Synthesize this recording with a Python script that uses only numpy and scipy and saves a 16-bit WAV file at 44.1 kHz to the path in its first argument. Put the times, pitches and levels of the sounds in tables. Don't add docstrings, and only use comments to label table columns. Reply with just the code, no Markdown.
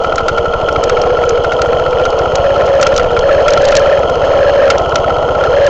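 import sys
import numpy as np
from scipy import signal
from scipy.fft import rfft, irfft, next_fast_len
from scipy.io import wavfile
from scipy.ndimage import map_coordinates

SR = 44100
rng = np.random.default_rng(int(sys.argv[2]) if len(sys.argv) > 2 else 0)


def bounce(signal):
    frames = np.transpose(np.atleast_2d(signal))
    limited = np.clip(frames, -1, 1)
    pcm = np.round(limited * 32767).astype(np.int16)
    wavfile.write(sys.argv[1], SR, pcm)


N = 250929
TIME = np.arange(N) / SR

# (position [cycles], relative thud [dB], relative tick [dB])
CYCLE_BLOWS = [(.05, 1.5, -4), (.15, 0.5, -4.5), (.28, 1.5, -9.5), (0.381, -5, -2.5), (0.457, -27.5, -5),
               (0.588, 0, -1), (.715, 7, -29), (.83, -2, -25.5)]
# (frequency [Hz], level [dB])
GRIT_SPECTRUM = [(1200, -11.5), (1800, -7.5), (2600, 5), (3100, 14.5), (3650, -15.5), (4300, 7),
                 (4750, -12), (5100, 3), (5700, -18), (6400, 0.5), (7200, -18), (8000, -21), (9000, -32)]
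# (frequency [Hz], width [Hz], gain [dB])
CLANK_MODE = [(1365, 150, 0)]


def amp(db):
    return 10 ** (np.asarray(db) / 20)


def unit(x):
    return x / np.sqrt(np.mean(x ** 2) + 1e-20)


def bell(x, width):
    return np.exp(-.5 * (x / width) ** 2)


def wobble(rate):
    return map_coordinates(rng.standard_normal(int(N * rate / SR) + 4), [TIME * rate])


def filtered(x, response):
    m = next_fast_len(N + SR // 2)
    return irfft(rfft(x, m) * response(np.fft.rfftfreq(m, 1 / SR)), m)[:N]


def coloured(x, points):
    hz, db = np.transpose(points)
    return unit(filtered(x, lambda f: amp(np.interp(np.log(f + 1), np.log(hz), db))))


def ring(x, modes):
    return filtered(x, lambda f: sum(amp(db) * 1j * f * width / (hz * hz - f * f + 1j * f * width)
                                     for hz, width, db in modes))


def blows(cycles, position, scatter_db, jitter_s):
    due = np.arange(-1, int(cycles[-1]) + 2) + position
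    lateness, size = rng.standard_normal((len(due), 2)).T
    times = np.interp(due, cycles, TIME, -1, -1) + jitter_s * lateness
    at = np.round(times * SR).astype(int)
    heard = (at >= 0) & (at < N)
    return np.bincount(at[heard], amp(scatter_db * size[heard]), N)


def bursts(hits, t60_s):
    return signal.lfilter([1], [1, -amp(-60 / (t60_s * SR))], hits) * rng.standard_normal(N)


def lane(load, roughness):
    # (frequency [Hz], level [dB])
    rumble_spectrum = [(8, -0.5), (22, 8.5), (40, -6.5), (80, -8), (200, -8), (400, -15), (900, -57.5)]
    grains_per_s = 300
    grains = (rng.random(N) < grains_per_s / SR) * amp(2.5 * rng.exponential(size=N).clip(0, 3))
    crunch = unit(bursts(grains, t60_s=.02)) + rng.standard_normal(N)
    gravel = (amp(-53.5) + amp(-24.5) * load) * coloured(crunch, GRIT_SPECTRUM)
    rumble = coloured(rng.standard_normal(N), rumble_spectrum)
    return gravel + amp(-28.5 + 7.5 * roughness + 1.3 * wobble(4.3)) * rumble


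def stones(roughness):
    # (time [s], relative level [dB], pitch [Hz])
    large_stones = [(.1565, -13.5, 6860), (.1808, -20, 2480), (.2822, -7, 3700), (.7248, -19.5, 5500),
                    (.837, -6.5, 3280), (.8945, -11.5, 2000), (1.0152, -12.5, 5150), (1.291, -11.5, 6200),
                    (1.6169, -9, 4030), (2.0526, -15.5, 3450), (2.188, -19.5, 5030), (2.3535, -7, 6140),
                    (2.812, -5.5, 3190), (2.827, -1, 2500), (2.8664, -1.5, 2600), (2.9626, -8, 5960),
                    (2.977, -4, 4000), (3.19, -14.5, 3320), (3.481, -4.5, 2500), (3.504, -11, 4900),
                    (3.5339, -6, 3200), (3.6514, -6, 3000), (3.685, -8, 3000), (3.7513, -4, 2700),
                    (3.761, -10.5, 4370), (3.7666, 3.5, 4370), (4.097, -21.5, 4500), (4.7019, 4, 2200),
                    (4.7808, -16, 3940), (4.9561, -3.5, 3000), (5.6642, -9, 5000)]
    pebbles_per_s = 6.4 + 35 * roughness
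    at = np.flatnonzero(rng.random(N) < pebbles_per_s / SR)
    size, pitch = rng.standard_normal((len(at), 2)).T
    pebbles = zip(at / SR, -28.5 + 10 * roughness[at] + 2 * size, 4200 * np.exp(.3 * pitch))
    t = np.arange(SR // 16) / SR
    f = np.fft.rfftfreq(len(t), 1 / SR)
    rise_s, t60_s = .0014, .019
    snap = amp(5 - 60 * t / t60_s) * (1 - np.exp(-(t / rise_s) ** 2))
    band = f ** 2 / (f ** 2 + 1300 ** 2) / (1 + (f / 9000) ** 8)
    peak = lambda hz, width_hz: 1 / (1 + ((f - hz) / width_hz) ** 2)
    clicks = np.zeros(N + SR)
    for start_s, db, hz in [*large_stones, *pebbles]:
        colour = (.96 + peak(hz, 600) + .25 * peak(5500, 390)) * band
        grit = unit(irfft(rfft(rng.standard_normal(len(t))) * colour, len(t)))
        clicks[round(start_s * SR):][:len(t)] += amp(db) * snap * grit
    return clicks[:N]


def metal_clanks():
    # (time [s], relative level [dB])
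    clanks = [(0.0456, -11.5), (0.1806, -3), (0.2829, -2), (0.381, -6.5), (0.685, -7.5), (0.8968, -6),
              (1.445, -8.5), (1.52, -4.5), (1.6189, -8), (2.0526, -11), (2.827, -1.5), (2.866, -0.5),
              (2.996, -4.5), (3.165, -8), (3.481, 2.5), (3.5738, -6), (3.7229, -3), (4.7017, 6),
              (4.9569, -4), (5.438, -5.5)]
    times, db = np.transpose(clanks)
    hits = np.bincount(np.round(times * SR).astype(int), amp(db), N)
    ringing = ring(ring(hits, CLANK_MODE), CLANK_MODE)
    clatter = ring(bursts(hits, t60_s=.061), [(2160, 880, 13)])
    return amp(1.5 + db.max()) * ringing / np.abs(ringing).max() + amp(-14.5) * clatter


def valves(cycles):
    # (frequency [Hz], width [Hz], gain [dB])
    valve_modes = [(3170, 260, -1.5), (3047, 260, 7), (4400, 110, -12.5), (5160, 260, -7.5),
                   (6360, 580, 1.5)]
    spectrum = [(1500, -16.5), (2800, 6.5), (3300, 9), (3650, -8), (4200, 11.5), (6600, -8), (8000, -15)]
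    taps = sum(amp(tick_db) * blows(cycles, position, scatter_db=1.5, jitter_s=.0003)
               for position, _, tick_db in CYCLE_BLOWS)
    chain = .53 * rng.standard_normal(N)
    ticks = unit(bursts(taps, t60_s=.017))
    return amp(-33) * coloured(ring(ticks + chain, valve_modes), spectrum)


def knock(cycles, load):
    # (frequency [Hz], width [Hz], gain [dB])
    engine_modes = [(1337, 91, 11), (1290, 170, -8.5), (1750, 230, -23.5), (2470, 530, -17)]
    spectrum = [(900, -11), (1200, -5.5), (1290, 2), (1450, 3.5), (1600, -15), (2000, -3), (4000, -10)]
    hits = blows(cycles, .735, scatter_db=1.5, jitter_s=.0008)
    strike = unit(ring(ring(hits, CLANK_MODE), CLANK_MODE))
    swell = bell((cycles - .765 + .5) % 1 - .5, .048)
    rattle = swell * rng.standard_normal(N)
    singing = amp(-12) * rng.standard_normal(N)
    metal = coloured(ring(rattle + singing, engine_modes), spectrum)
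    rasp = coloured(rattle, GRIT_SPECTRUM)
    level_db = -20.5 - 1.5 * load / load.max()
    return amp(level_db) * (.25 * strike + 1.017 * metal + amp(-20.5) * rasp)


def exhaust(cycles, revving):
    # (frequency [Hz], level [dB])
    pipe_spectrum = [(35, -5), (66, 2), (95, 1.5), (125, -2), (152, 6.5), (185, -11), (260, -13)]
    echo_s, low_cut_hz = .0165, 42
    firings = blows(cycles, .035, scatter_db=1, jitter_s=.0003)
    puff = lambda f, hz: -1j * f / hz * bell(f, hz)
    echo = lambda f: .78 * puff(f, hz=44) * np.exp(-2j * np.pi * f * echo_s)
    low_cut = lambda f: f ** 4 / (f ** 4 + low_cut_hz ** 4)
    thumps = filtered(firings, lambda f: (puff(f, hz=77) + echo(f)) * low_cut(f))
    return amp(-24.5 + .34 * revving) * coloured(thumps, pipe_spectrum)


def mount_shake(cycles, revving):
    # (frequency [Hz], width [Hz], gain [dB])
    mount_modes = [(474, 23, 3), (516, 81, -5.5), (669, 66, -10), (1034, 82, -24.5)]
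    # (frequency [Hz], level [dB])
    whirr_spectrum = [(150, -19), (220, -16.5), (330, -7.5), (420, -5), (600, 6.5), (780, -1), (920, -6),
                      (1100, -7), (1220, -22), (1600, -30), (2500, -37), (4000, -40.5)]
    hits = sum(amp(thud_db) * blows(cycles, position, scatter_db=2, jitter_s=.00022)
               for position, thud_db, _ in CYCLE_BLOWS)
    softened = filtered(hits, lambda f: 1 / (1 + (f / 1150) ** 8) / (1 + (300 / (f + 1)) ** 4))
    thuds = unit(ring(softened, mount_modes))
    whirr = coloured(rng.standard_normal(N), whirr_spectrum) * amp(2.32 * wobble(70))
    return amp(.55 * revving) * (amp(-17.5) * thuds + amp(-15) * whirr)


def throttle():
    # (opens [s], closes [s], drone level [dB], pitch at cruising speed [Hz])
    pulls = [(0.848, 1.422, -15.5, 497), (1.545, 2.301, -21.5, 518), (2.37, 2.998, -12.3, 546),
             (3.238, 3.998, -8.8, 552), (4.219, 4.731, -9, 550.9), (5.548, 5.9, -7.5, 553.5)]
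    swell_s, fade_s = .018, .022
    groan_lead_s, groan_width_s, groan_hz = .0702, .04, 465.2
    coast_db, coast_hz = -22, 504.4
    parts = [(np.full(N, amp(coast_db)), coast_hz)]
    for opens, closes, db, hz in pulls:
        opening = (1 + np.tanh((TIME - opens) / (2 * swell_s))) / 2
        closing = (1 + np.tanh((closes - TIME) / (2 * fade_s))) / 2
        groan = bell(TIME - opens + groan_lead_s, groan_width_s)
        parts += [(amp(db) * opening * closing, hz), (amp(db - 9) * groan, groan_hz)]
    load = sum(gain for gain, _ in parts)
    note_hz = sum(gain ** 2 * hz for gain, hz in parts) / sum(gain ** 2 for gain, _ in parts)
    return load, note_hz


def intake_drone(cycles, revving, load, note_hz):
    pitch_hz = note_hz + 9 * revving
    phase = 2 * np.pi * np.cumsum(pitch_hz) / SR
    waver = wobble(120) + 1j * wobble(120)
    sag = 1 - .5 * bell((cycles - .63 + .5) % 1 - .5, .06)
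    tug = .6 * np.sin(2 * np.pi * cycles) + .35 * np.sin(4 * np.pi * cycles)
    jitter = .3 * wobble(60) + .31 * wobble(300)
    tone = np.real((1 + .64 * waver) * np.exp(1j * (phase + tug + jitter)))
    return load * unit(sag * tone)


def scene():
    # (time [s], firing rate [Hz])
    engine_speed = [(0, 13.53), (.26, 11.47), (.8, 14.2), (1.19, 15.14), (1.48, 13.6), (1.68, 14.75),
                    (2.21, 15.34), (2.5, 17.04), (2.76, 16.82), (3.11, 15.71), (3.4, 17.8), (3.88, 17.45),
                    (4.17, 16.08), (4.38, 18.08), (4.8, 16.32), (5.34, 16.24), (5.69, 18.06)]
    # (middle [s], half length [s], roughness [relative])
    rocky_stretches = [(2.896, 0.16, 0.3), (3.666, 0.11, 1.1)]
    firing_hz = np.interp(TIME, *np.transpose(engine_speed))
    cycles = .122 + np.cumsum(firing_hz) / SR
    revving = firing_hz - 16
    load, note_hz = throttle()
    roughness = sum(height * bell(TIME - middle, half) for middle, half, height in rocky_stretches)
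    engine = mount_shake(cycles, revving) + intake_drone(cycles, revving, load, note_hz)
    engine += exhaust(cycles, revving) + knock(cycles, load) + valves(cycles)
    return (lane(load, roughness) + metal_clanks() + stones(roughness) + engine)[None]


def record(dry):
    ceiling, hardness, band_limit_hz = .57, 9, 15800
    overloaded = dry[0] / (1 + np.abs(dry[0] / ceiling) ** hardness) ** (1 / hardness)
    treble_loss = lambda f: 1 / np.sqrt(1 + (f / 7000) ** 24) / (1 + (f / 8500) ** 50)
    clipped = filtered(overloaded, treble_loss).clip(-.68, .68)
    return filtered(clipped, lambda f: f < band_limit_hz)[None]


dry = scene()
out = record(dry)
bounce(out)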